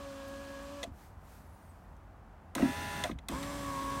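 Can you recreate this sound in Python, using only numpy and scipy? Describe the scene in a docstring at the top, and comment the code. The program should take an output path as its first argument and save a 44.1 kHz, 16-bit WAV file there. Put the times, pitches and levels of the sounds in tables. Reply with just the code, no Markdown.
"""A yard, at a stripped car door: the window motor lifts the glass, stops, lowers it briefly, lifts again.
The rotor hums and whines over its scratching brushes. At starts and stops a relay clicks and the
mechanism knocks the hollow door; plastic and cable tick. In the pause a sleeve swishes close by.
On the second lift the glass whistles in its guide. The yard rumbles in the distance."""
import sys
import numpy as np
from scipy import signal
from scipy.fft import rfft, irfft
from scipy.io import wavfile
from scipy.ndimage import map_coordinates

SR = 44100
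rng = np.random.default_rng(int(sys.argv[2]) if len(sys.argv) > 2 else 0)


def to_wav(s):
    """Save 16-bit WAV."""
    ch = np.atleast_2d(s).T  # columns
    pcm = np.round(np.clip(ch, -1, 1) * 32767)  # PCM
    wavfile.write(sys.argv[1], SR, pcm.astype(np.int16))


N = 176400
T = np.arange(N) / SR


def from_db(db):
    """Decibels to gain."""
    return 10 ** (np.asarray(db) / 20)


def unit_rms(x):
    """Scale to rms 1."""
    return x / np.sqrt(np.mean(x ** 2) + 1e-20)


def per_sample(rows):
    """Interpolate each column over the first, time_s."""
    time_s, *columns = np.transpose(rows)
    return [np.interp(T, time_s, column) for column in columns]


def coloured(x, spectrum):
    """Filter by (freq_hz, level_db) rows, rolling off below the first; rms 1."""
    hz, db = np.transpose(spectrum)
    bins_hz = np.maximum(np.arange(N // 2 + 1) * SR / N, 1)
    low_cut = np.minimum(bins_hz / hz[0], 1) ** 2
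    gain = from_db(np.interp(np.log(bins_hz), np.log(hz), db))
    return unit_rms(irfft(rfft(x) * low_cut * gain, N))


def drift(corner_hz):
    """Low-passed random wander; rms 1."""
    bins_hz = np.arange(N // 2 + 1) * SR / N
    return unit_rms(irfft(rfft(rng.standard_normal(N)) / (1 + (bins_hz / corner_hz) ** 2), N))


def ring(x, hz, t60_s):
    """One damped mode driven by x."""
    radius, angle = from_db(-60 / (t60_s * SR)), 2 * np.pi * hz / SR
    return signal.lfilter([0, np.sin(angle)], [1, -2 * radius * np.cos(angle), radius ** 2], x + 1e-18)


def butter(x, hz, kind):
    """Butterworth filter, order 2."""
    return signal.sosfilt(signal.butter(2, hz, kind, fs=SR, output="sos"), x)


def add(out, start_s, x):
    """Mix x into out."""
    i = int(start_s * SR)
    out[i:i + len(x)] += x[:N - i]


def yard():
    """Steady distant rumble."""
    # rumble spectrum: freq_hz, density_db
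    spectrum = [(25, -29), (36, -12), (48, 2.5), (66, -4), (88, 1.5), (115, -11), (170, -11.5), (260, -15),
                (450, -22), (720, -16), (1100, -20.5), (1600, -26), (2400, -36), (4000, -45.5),
                (9000, -50.5), (16000, -54)]
    return from_db(-53) * coloured(rng.standard_normal(N), spectrum)


def rotor_tones(turns, hum, whine_db, overtone_db):
    """Hum and whine at multiples (orders) of the turning rate, each fluttering in level."""
    # whine partials: order, relative_db
    whine = [(17, -12), (18, -7), (19, -36), (20, 1.5)]
    # high partial: order, relative_db
    overtone = [(30, 0)]
    out = 0
    for partials, base_db in ((hum, 0), (whine, whine_db), (overtone, overtone_db)):
        for order, db in partials:
            flutter_db = .96 * drift(30)
            peak = np.sqrt(2) * from_db(base_db + db + flutter_db)
            out += peak * np.sin(2 * np.pi * (order * turns + rng.random()))
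    return out


def brushes(turns, mean_speed_hz, running, buzz_gain):
    """Brushes hiss and cross the same worn bars every turn, so part of the scratch repeats as a buzz."""
    slots, bar_depth, turn_depth = 10, .33, .033
    wear = rng.standard_normal(int(SR / mean_speed_hz))
    track = map_coordinates(wear, [turns % 1 * len(wear)], order=3, mode="grid-wrap")
    buzz = butter(track, (1500, 3900), "band")
    pressure = 1 + bar_depth * np.cos(2 * np.pi * slots * turns)
    pressure *= 1 + turn_depth * np.cos(2 * np.pi * turns)
    return (rng.standard_normal(N) + buzz_gain * buzz) * np.where(running, pressure, 1)


def door_cavity(x):
    """Quick reflections between the door skins ripple the spectrum; rms 1."""
    first_echo_s, t60_s, echo_db = .0004, .016, -13
    t = T[:SR // 50]
    echoes = rng.standard_normal(len(t)) * from_db(-60 * t / t60_s) * (t > first_echo_s)
    echoes = butter(echoes, 1500, "high")
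    reflected = signal.fftconvolve(x, echoes / np.linalg.norm(echoes))[:N]
    return unit_rms(x + from_db(echo_db) * reflected)


def motor(curve, hum, brush_spectrum, on_s, off_s, brush_db, buzz_gain):
    """One run: the rotor spins up, turns and coasts to rest; tones and brushes follow its angle."""
    spin_up_s, coast_s, swell_s, tone_build_s = .025, .11, .0073, .057
    speed_hz, whine_db, overtone_db = per_sample(curve)
    elapsed_s = np.maximum(T - on_s, 0)
    spin_up = 1 - np.exp(-elapsed_s / spin_up_s)
    coast = np.clip(1 - (T - off_s) / coast_s, 0, 1)
    jitter = 1 + .003 * drift(25.3)
    turns = np.cumsum(speed_hz * spin_up * coast * jitter) / SR
    tones = rotor_tones(turns, hum, whine_db, overtone_db)
    tones *= (1 - np.exp(-(elapsed_s / tone_build_s) ** 2)) * coast ** 2
    running = (T > on_s) & (T < off_s + coast_s)
    scratch = brushes(turns, speed_hz.mean(), running, buzz_gain)
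    scratch = door_cavity(coloured(scratch, brush_spectrum))
    envelope = (1 - np.exp(-elapsed_s / swell_s)) * coast ** 2
    return envelope * (tones + from_db(brush_db) * scratch)


def first_lift():
    """The motor, already running, lifts the glass and stops."""
    # rotor run: time_s, speed_hz, whine_db, overtone_db
    curve = [(0.0, 56.8, -55.5, -66), (0.074, 55.5, -58, -62), (0.14, 54.8, -63, -67),
             (0.212, 54.8, -57, -59.5), (0.438, 55.6, -64.5, -57), (0.56, 55.1, -61, -55),
             (0.756, 56.9, -59, -69), (0.82, 56.5, -59, -60)]
    # rotor hum: order, level_db
    hum = [(1, -61), (4, -64.5), (5, -53), (10, -48.5)]
    # brush noise as the door colours it: freq_hz, density_db
    brush_spectrum = [(100, -4), (250, 2), (430, -6.5), (700, -5.5), (1150, -1), (2000, -10), (3200, -9.5),
                      (4500, -13), (6000, -14), (9300, -18), (10400, -24), (12000, -21.5), (16000, -31.5)]
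    return motor(curve, hum, brush_spectrum, on_s=-1, off_s=.825, brush_db=-53.5, buzz_gain=.4)


def ticks():
    """Small dry ticks of plastic and cable."""
    # ticks: start_s, level_db, centre_hz
    events = [(.28, -55, 11000), (1.965, -70, 6000), (3.429, -38.5, 1980)]
    decay_s = .007
    out = np.zeros(N)
    for start_s, db, hz in events:
        noise = coloured(rng.standard_normal(N), [(hz / 2, -8), (hz, 0), (8 * hz, -24)])
        envelope = (T > start_s) * np.exp(-np.abs(T - start_s) / decay_s)
        out += from_db(db) * envelope * noise
    return out


def relay():
    """Contacts chatter for a few milliseconds and ring the small case."""
    # clicks: start_s, level_db, chatter_s, cutoff_hz
    clicks = [(.8298, -38, 0.0045, 5100), (.8365, -41.5, 0.0058, 7400), (2.551, -36.5, 0.005, 13400),
              (3.038, -32, .0035, 6700), (3.113, -47, .005, 2900), (3.187, -52, 0.0047, 4560),
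              (3.285, -38, 0.0051, 12900)]
    # case modes: freq_hz, level_db, t60_s
    modes = [(1640, -4.5, 0.016), (2040, 4.5, 0.024), (2540, -2.5, 0.04), (3350, 4, 0.021),
             (3690, 3, 0.011), (4050, -1, 0.029), (5600, -13.5, 0.0064), (6020, -0.5, 0.016),
             (6900, 3.5, .012), (8020, -2.5, 0.022), (9320, 5, 0.0067), (11600, 2, .007), (14600, 0, .005)]
    crack_db = -5
    out, t = np.zeros(N), T[:SR // 8]
    for start_s, db, chatter_s, cutoff_hz in clicks:
        *drives, crack = rng.standard_normal((len(modes) + 1, len(t))) * np.exp(-(t / chatter_s) ** 2)
        case = sum(from_db(mode_db) * unit_rms(ring(drive, hz, t60_s))
                   for drive, (hz, mode_db, t60_s) in zip(drives, modes))
        click = butter(unit_rms(case) + from_db(crack_db) * unit_rms(crack), cutoff_hz, "low")
        add(out, start_s, from_db(db) * click / np.std(click[:SR // 125]))  # level over the first 8 ms
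    return out


def knocks():
    """Gear, cable and glass take up slack and knock the door; each blow favours modes near its pitch."""
    # blows: start_s, level_db, pitch_hz, push_s
    blows = [(.836, -29, 660, 0.0029), (.84, -48, 2000, .002), (.872, -36, 196, .004),
             (.915, -36.5, 93, 0.0026), (2.553, -25, 1080, 0.0038), (2.56, -22.5, 330, 0.0043),
             (2.579, -24, 1500, 0.0026), (2.595, -23.5, 540, 0.0022), (2.604, -22.5, 204, 0.002),
             (2.62, -26, 1900, 0.0021), (2.625, -10, 270, 0.0043), (2.646, -21, 233, 0.0045),
             (2.675, -23, 276, 0.0044), (3.04, -30, 1940, .002), (3.042, -20.5, 660, 0.0037),
             (3.056, -26.5, 690, .004), (3.091, -28.5, 1260, 0.0039), (3.097, -27, 244, 0.0019),
             (3.12, -27.5, 134, 0.0033), (3.153, -30, 90.5, 0.0055), (3.287, -33.5, 1030, .003),
             (3.295, -26.5, 257, 0.0045), (3.316, -26.5, 352, .004), (3.331, -27, 121, 0.0037)]
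    # hollow door modes: freq_hz, level_db, t60_s
    door_modes = [(68.4, 4.5, 0.16), (102.3, -4, 0.086), (160, -4.5, 0.093), (235.5, -3.5, .11),
                  (270.2, -0.5, 0.12), (322.3, -3, 0.088), (556, 0.5, 0.058), (629, -1.5, 0.079),
                  (684.4, -2, 0.095), (785, -4, 0.034), (1052, -3.5, 0.046), (1284, -8, 0.047),
                  (1520, -7.5, 0.032), (1922, -5.5, 0.034), (2670, -1, .025)]
    slope_db_per_octave = 13
    out, t = np.zeros(N), T[:SR // 4]
    mode_hz, mode_db, t60_s = np.transpose(door_modes)[:, :, None]
    for start_s, db, pitch_hz, push_s in blows:
        octaves_off = np.abs(np.log2(mode_hz / pitch_hz))
        gains = from_db(mode_db - slope_db_per_octave * octaves_off + rng.normal(0, 1, mode_hz.shape))
        detuned_hz = mode_hz * (1 + rng.normal(0, .02, mode_hz.shape))
        modes = np.sin(2 * np.pi * detuned_hz * t) * from_db(-60 * t / t60_s)
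        door = (gains * modes).sum(axis=0) / np.linalg.norm(gains)
        attack = 1 - np.exp(-(t / push_s) ** 2)
        add(out, start_s, from_db(db) * attack * door)
    return out


def sleeve():
    """Smooth cloth swishes, with a thin many-stranded squeak that sinks as the arm slows."""
    # swishes: peak_s, sigma_s, level_db
    swishes = [(1.023, 0.057, -64.5), (1.334, 0.063, -65.5), (1.58, 0.27, -72)]
    # cloth spectrum: freq_hz, density_db
    cloth = [(1500, 8.5), (3000, -1.5), (9000, -1.5), (10400, -3.5), (12000, -1), (16000, -5.5)]
    # squeak glide: time_s, pitch_hz, level_db
    glide = [(1.38, 10400, -95), (1.46, 10150, -80), (1.6, 9300, -78), (1.69, 8500, -73.5),
             (1.75, 7500, -85), (1.82, 6800, -100)]
    # squeak strands: pitch_ratio, relative_db
    strands = [(1, 0), (1.14, -8), (1.3, -10), (1.66, -5)]
    envelope = sum(from_db(db) * np.exp(-.5 * ((T - peak_s) / sigma_s) ** 2)
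                   for peak_s, sigma_s, db in swishes)
    swish = envelope * coloured(rng.standard_normal(N), cloth)
    return swish + squeak(glide, waver=.013, flicker_db=4, strands=strands)


def squeak(glide, waver, flicker_db, strands=((1, 0),)):
    """Thin friction tones, unsteady in pitch and level."""
    hz, db = per_sample(glide)
    out = 0
    for ratio, strand_db in strands:
        wobble = 1 + waver * (drift(500) + drift(25) / 2)
        phase = 2 * np.pi * np.cumsum(ratio * hz * wobble) / SR
        out += from_db(db + strand_db + flicker_db * drift(45)) * np.sin(phase)
    return out * (T > glide[0][0]) * (T < glide[-1][0])


def lowering():
    """The motor lowers the glass, faster under the lighter load."""
    # rotor run: time_s, speed_hz, whine_db, overtone_db
    curve = [(2.68, 81.5, -62, -59), (2.75, 82.8, -64, -57), (2.9, 82.3, -58, -64), (3.03, 82.7, -58, -62)]
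    # rotor hum: order, level_db
    hum = [(1, -51), (2, -58.5), (5, -58), (7, -57.5), (8, -59.5), (10, -48), (12, -47.5), (16, -65),
           (17, -60.5), (21, -53.5), (22, -58.5), (25, -61.5), (26, -61), (31, -64), (33, -58), (41, -65),
           (44, -61)]
    # brush noise as the door colours it: freq_hz, density_db
    brush_spectrum = [(100, 8), (270, 6), (460, -7.5), (700, 1), (1300, -4), (2000, -4), (2600, -8.5),
                      (3100, -10.5), (3600, -7.5), (4800, -12.5), (6000, -10.5), (7500, -15.5),
                      (8800, -10.5), (10400, -19.5), (12000, -17), (16000, -26)]
    return motor(curve, hum, brush_spectrum, on_s=2.553, off_s=3.055, brush_db=-43.5, buzz_gain=1.05)


def second_lift():
    """The motor lifts again, louder, and runs on."""
    # rotor run: time_s, speed_hz, whine_db, overtone_db
    curve = [(3.36, 55.66, -44.5, -59), (3.412, 56.58, -56, -62), (3.44, 56.6, -51.5, -58),
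             (3.562, 56.7, -54, -57), (3.67, 55.97, -44.5, -58), (3.768, 54.57, -41.5, -58.5),
             (3.934, 55.38, -42.5, -53.5), (4.0, 55.1, -41, -54)]
    # rotor hum: order, level_db
    hum = [(1, -51.5), (3, -60), (5, -45.5), (10, -48.5)]
    # brush noise as the door colours it: freq_hz, density_db
    brush_spectrum = [(100, 9.5), (260, 5), (440, -2.5), (700, -2), (1050, 2.5), (1400, -4.5), (2400, -6.5),
                      (3300, -9.5), (5200, -12), (7400, -13.5), (8700, -11.5), (10400, -19.5),
                      (12000, -18.5), (16000, -26.5)]
    return motor(curve, hum, brush_spectrum, on_s=3.287, off_s=5, brush_db=-44, buzz_gain=.28)


def glass_whistle():
    """The glass rubs in its guide and whistles."""
    # whistle glide: time_s, pitch_hz, level_db
    glide = [(3.3, 7450, -72), (3.38, 7450, -60), (3.62, 7400, -61), (3.78, 7350, -76)]
    return squeak(glide, waver=.004, flicker_db=2)


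def scene():
    """Three motor runs, door noises and a sleeve over the yard; mono."""
    runs = first_lift() + lowering() + second_lift()
    return (runs + glass_whistle() + relay() + knocks() + ticks() + sleeve() + yard())[None]


def record(dry):
    """Steep treble cut."""
    cutoff_hz = 16100
    return signal.sosfilt(signal.ellip(12, .1, 80, cutoff_hz, fs=SR, output="sos"), dry)


dry = scene()
out = record(dry)
to_wav(out)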